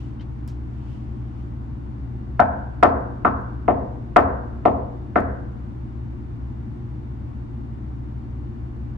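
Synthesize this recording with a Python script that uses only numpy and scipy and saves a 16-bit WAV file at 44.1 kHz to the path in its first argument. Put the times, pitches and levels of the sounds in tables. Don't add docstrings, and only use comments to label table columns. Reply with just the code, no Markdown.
import sys
import numpy as np
from scipy import signal
from scipy.io import wavfile

SR = 44100
rng = np.random.default_rng(int(sys.argv[2]) if len(sys.argv) > 2 else 0)


def output_pcm(signal):
    pcm = np.clip(np.atleast_2d(signal).T, -1, 1) * 32767
    wavfile.write(sys.argv[1], SR, np.round(pcm).astype(np.int16))


def volts_from_db(level):
    exponent = np.asarray(level, float) / 20
    return 10 ** exponent


N = 395594

# [t/s, strength/dB, gap/ms, second knuckle's strength as a
# fraction of the first's 0-1, bone crack level/dB]
KNOCKS = [
    (2.393, 0, 1.275, 0.6, -41.5),
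    (2.826, 1.5, 0.23, 0.27, -35),
    (3.247, -2, 0.785, 0.4, -42),
    (3.679, -1, 0.35, 0.71, -49),
    (4.16, 1.5, 0.35, 0.13, -37),
    (4.652, 0, 0.32, .8, -43.5),
    (5.156, -1.5, 0.49, 0.45, -41),
]
RANGES_HZ = [120, 270, 450, 1050, 1700, 3000, 7000]


def blows():
    arm_db = -18.5
    low_db, middle_db, high_db = -10.5, -5.5, -20.5
    high_follows = 0.41
    high_pairing = 0.5
    s, db, gap_ms, share, crack_db = np.transpose(KNOCKS)
    first = 1 / (1 + np.clip(share, 0, 1))
    hard = volts_from_db(high_db + high_follows * (crack_db - crack_db.mean()))
    lead = s + 0.001
    follow = lead + gap_ms / 1000
    lead_gain, follow_gain = volts_from_db(db) * first, volts_from_db(db) * (1 - first)
    pair = clicks(lead, lead_gain) + clicks(follow, follow_gain)
    high = clicks(lead, lead_gain * hard) + clicks(follow, follow_gain * hard * high_pairing)
    arm = clicks(lead, volts_from_db(arm_db))
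    crack = clicks(lead, volts_from_db(db + crack_db))
    return [arm, volts_from_db(low_db) * pair, pair, volts_from_db(middle_db) * pair, high, crack]


def door():
    # [f/Hz, left level/dB, right level/dB, time to fade 60 dB/s]
    panel = [(209, 0, -1, 0.036), (240.6, -1, 0, 0.24), (298.3, 2, 1.5, 0.12), (374, 6.5, 3, 0.033),
             (515, -4.5, -18, 0.024), (590.6, -14.5, -8, 0.15), (673.3, -3.5, -8, 0.069),
             (745, -1.5, -15, 0.19), (826, -9, -4.5, 0.063), (894, -11.5, -12.5, 0.073),
             (965, -14, -6, 0.09), (1070, -5.5, -2.5, 0.1), (1180, -1.5, -6.5, 0.058),
             (1266, 1.5, 7.5, 0.042), (1380, 3.5, 0, 0.034), (1484.3, -9, -23.5, 0.17),
             (1650, -13.5, -4, 0.024), (1800, 7, -1.5, 0.065), (2052, 2.5, 6.5, 0.054),
             (2293, -0.5, -4.5, 0.045), (2517, -1, -0.5, 0.02)]
    crack = crackle(blows()[-1], t60=0.01)
    crack = band(band(crack, 2600, 4800), 2400, 5400)
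    return struck(panel) + volts_from_db(20.5) * crack


def frame():
    # [f/Hz, left level/dB, right level/dB, time to fade 60 dB/s]
    frame_modes = [(191, -11.5, -3, 0.8), (276.4, -7.5, -13.5, 0.75), (483.6, -19, -26.5, 0.73),
                   (640.4, -18.5, -30, 0.71), (695.6, -9.5, -19.5, 0.44), (712, -22, -28, 0.82),
                   (905, -32, -28.5, 0.83), (1068, -22.5, -23, 0.56), (1320, -14, -30.5, 0.58),
                   (1453, -24.5, -25.5, 0.38), (1520, -19.5, -15, 0.31)]
    return struck(frame_modes)


def struck(modes):
    force, out = blows(), np.zeros((2, N))
    for k, (hz, left_db, right_db, t60) in enumerate(modes):
        push = force[np.searchsorted(RANGES_HZ, hz) - 1]
        sign = (-1) ** k
        out += sign * ring(push, hz, t60) * volts_from_db([[left_db], [right_db]])
    cushion = signal.butter(4, 2600, fs=SR, output="sos")
    return volts_from_db(-4.5) * signal.sosfilt(cushion, out)


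def near_walls(x):
    # [delay t/s, left level/dB, right level/dB]
    echoes = [(.0042, -2.5, -22), (.0085, -12.5, -17.5), (0.0153, -0.5, -21), (0.0204, -24, -9.5),
              (.0265, -1, -14), (.045, -17.5, -19)]
    out = x.copy()
    dull = signal.lfilter(*signal.butter(1, 1800, fs=SR), x)
    for delay, left_db, right_db in echoes:
        lag = int(delay * SR)
        out[:, lag:] += dull[:, :-lag] * volts_from_db([[left_db], [right_db]])
    return out


def office():
    # [f/Hz, t/s]
    tail_t60 = [(100, 0.77), (250, 1), (500, 0.71), (750, 0.75), (1000, 0.63), (1500, 1), (2000, 0.45),
                (3000, 0.13), (5000, 0.27), (9000, 0.088)]
    # [f/Hz, level/dB]
    tail_tone = [(100, -10.5), (220, -5), (300, -0.5), (400, -12.5), (550, -9.5), (750, -11), (900, -10.5),
                 (1200, -11), (1500, -16.5), (1800, -16), (2300, -13.5), (3300, -8.5), (5000, -15.5),
                 (9000, -25)]
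    t = np.arange(SR) / SR
    radiated = 0
    for force, low, high in zip(blows(), RANGES_HZ, RANGES_HZ[1:]):
        radiated = radiated + band(band(force, low, high), low / 1.2, high * 1.06)
    white = rng.standard_normal((2, 2, SR))
    edges = 80 * 2 ** np.arange(0, 7.1, 1 / 3)
    tail = 0
    for k, (low, high) in enumerate(zip(edges, edges[1:])):
        hz = np.sqrt(low * high)
        build = 1 - np.exp(-(t / 0.012) ** 2 * hz / 700)
        fade = volts_from_db(colour(tail_tone, hz) + 10.5 - 60 * t / colour(tail_t60, hz))
        tail = tail + stereo(*band(white[k % 2], low, high), hz) * fade * build
    return signal.fftconvolve(radiated[None], tail, axes=1)[:, :N]


def boom():
    # [f/Hz, level/dB, time to fade 60 dB/s]
    room_modes = [(74.1, -7, 0.5), (84.4, 2.5, 0.26)]
    rows = np.array(KNOCKS)
    pushes = clicks(rows[:, 0] + 0.02, volts_from_db(rows[:, 1] - 16.0))
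    out = 0
    for hz, db, t60 in room_modes:
        wall = ring(pushes, hz, t60)
        out = out + volts_from_db(db - 62.5) * ring(wall, hz * 1.03, t60)
    return out


def handling():
    return ticking() + nail_taps() + rustle()


def ticking():
    # [t/s, peak level/dB, centre f/Hz, length/s, left over right level/dB]
    desk = [
        (0.208, -45.5, 2190, 0.12, 12),
        (0.477, -45.5, 7830, 0.018, 4),
        (0.48, -47, 3500, 0.19, -5),
        (.487, -64, 9200, 0.11, -5),
    ]
    # [t/s, peak level/dB]
    latch = [
        (3.009, -53.5),
        (3.415, -56.5),
        (4.204, -42),
        (4.208, -54),
        (5.205, -48.5),
    ]
    t, out = np.arange(SR // 4) / SR, np.zeros((2, N))
    latch_hz, latch_s, latch_pan_db = 6300, 0.0045, -4
    latch_ticks = [(s, db, latch_hz, latch_s, latch_pan_db) for s, db in latch]
    for s, db, hz, length, pan_db in [*desk, *latch_ticks]:
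        burst = rng.standard_normal(SR // 4) * volts_from_db(db - 60 * t / length)
        burst = band(band(burst, hz / 4.4, hz * 2.0), hz / 4.5, hz * 2.1)
        i = int(s * SR)
        out[:, i:i + SR // 4] += burst * volts_from_db([[pan_db / 2], [-pan_db / 2]])
    return out


def nail_taps():
    # [t/s, level/dB]
    taps = [
        (0.197, -57.5),
        (.204, -60),
        (.214, -68.5),
    ]
    # [f/Hz, level/dB, time to fade 60 dB/s]
    case = [(2050, 10, .025), (3090, 11, 0.027), (3680, 4, 0.028), (4500, -1, .015)]
    s, db = np.transpose(taps)
    nail = band(crackle(clicks(s, volts_from_db(db)), t60=0.008), 1500, 4800)
    return sum(volts_from_db(level_db) * ring(nail, hz, t60) for hz, level_db, t60 in case)


def rustle():
    # [t/s of fullest contact, level/dB]
    strokes = [
        (0.0, -61.5),
        (.932, -64.5),
        (1.19, -84.5),
        (1.41, -71),
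    ]
    swell, fade = 51, 93.5
    t = np.arange(N) / SR
    skin = rms_one(band(rng.standard_normal((2, N)), 2400, 3200))
    sleeve = rms_one(band(rng.standard_normal((2, N)), 2000, 6400))
    contact = sum(volts_from_db(db - np.maximum(swell * (s - t), fade * (t - s))) for s, db in strokes)
    return (skin + volts_from_db(-3.5) * sleeve) * contact


def motors():
    # [f/Hz, left level/dB, right level/dB, left lead/rad]
    tones = [(63.17, -35, -36.3, .08), (119.95, -35.4, -38, -.58), (69.5, -45, -46, .08),
             (29.5, -54, -55, .05)]
    # [f/Hz, level/dB]
    whines = [(818.3, -68.5), (1529, -79.5), (2902, -89)]
    t, out = np.arange(N) / SR, np.zeros((2, N))
    for hz, left_db, right_db, lead in tones:
        phase = 2 * np.pi * (hz * t + rng.random()) + [[lead], [0]]
        out += np.sqrt(2) * volts_from_db([[left_db], [right_db]]) * np.sin(phase)
    for hz, db in whines:
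        out += 1.6 * volts_from_db(db) * np.sin(2 * np.pi * (hz * t + rng.random((2, 1))))
    return out


def ventilation():
    # [f/Hz, level/dB per Hz]
    air = [(15, -35), (30, -19.5), (50, -9), (110, -8), (170, -18), (250, -14), (380, -26.5), (420, -33.5),
           (650, -32), (850, -30), (2700, -52), (10000, -73), (11300, -78.5), (13000, -108)]
    # [f/Hz, width/Hz, level/dB]
    hums = [(67.6, 6.6, -48), (87.5, 4.9, -60), (131.1, 16, -46), (223.1, 34, -44.5), (301.8, 18, -48),
            (349.8, 26, -51), (2000, 50, -76.5)]
    white = rng.standard_normal((2, 2, N + SR))
    edges = 18 * 2 ** np.arange(0, 9.9, 1 / 3)
    out = 0
    for k, (low, high) in enumerate(zip(edges, edges[1:])):
        hz = np.sqrt(low * high)
        out = out + volts_from_db(colour(air, hz)) * stereo(*band(white[k % 2], low, high)[:, SR:], hz)
    top = signal.butter(8, 11000, fs=SR, output="sos")
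    out = volts_from_db(-36.5) * rms_one(signal.sosfilt(top, out))
    for hz, width, db in hums:
        narrow = band(rng.standard_normal((2, N + SR)), hz - width / 2, hz + width / 2)[:, SR:]
        out = out + volts_from_db(db) * stereo(*rms_one(narrow), hz)
    return out * volts_from_db([[0.7], [-0.7]])


def clicks(times, gains):
    out, at = np.zeros(N), np.asarray(times) * SR
    np.add.at(out, at.astype(int), gains * (1 - at % 1))
    np.add.at(out, at.astype(int) + 1, gains * (at % 1))
    return out


def crackle(train, t60):
    t = np.arange(SR // 50) / SR
    burst = rng.standard_normal(SR // 50) * volts_from_db(-60 * t / t60)
    return signal.fftconvolve(train, burst / np.sqrt(np.sum(burst ** 2)))[:N]


def ring(force, hz, t60):
    r, w = volts_from_db(-60 / (t60 * SR)), 2 * np.pi * hz / SR
    return signal.lfilter([0, np.sin(w)], [1, -2 * r * np.cos(w), r * r], force + 1e-18)


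def stereo(mid, side, hz):
    # [f/Hz, likeness -1 to 1]
    likeness = [(60, 0.92), (130, 0.8), (290, 0.69), (640, -0.46), (1410, -0.16), (3100, -0.052),
                (6820, 0.12), (15000, 0.28)]
    alike = np.clip(colour(likeness, hz), -1, 1)
    shared = np.sqrt(1 + alike) * mid
    opposed = np.sqrt(1 - alike) * side * [[1], [-1]]
    return (shared + opposed) / np.sqrt(2)


def band(x, low_hz, high_hz):
    sos = signal.butter(2, [low_hz, min(high_hz, 0.45 * SR)], "band", fs=SR, output="sos")
    return signal.sosfilt(sos, x)


def colour(points, hz):
    points_hz, values = np.transpose(points)
    return np.interp(np.log(hz), np.log(points_hz), values)


def rms_one(x):
    return x / np.sqrt(np.mean(x ** 2) + 1e-20)


def scene():
    knocks = near_walls(door()) + struck_room()
    return knocks + handling() + motors() + ventilation()


def struck_room():
    return frame() + office() + boom()


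def low_pass(x):
    return signal.sosfilt(signal.butter(12, 16280, fs=SR, output="sos"), x)


def record(dry):
    to_nearest_end = np.minimum(np.arange(N), np.arange(N)[::-1])
    ease = np.clip(to_nearest_end / (0.004 * SR), 0, 1)
    return low_pass(np.clip(dry, -1, 1) * ease)


dry = scene()
out = record(dry)
output_pcm(out)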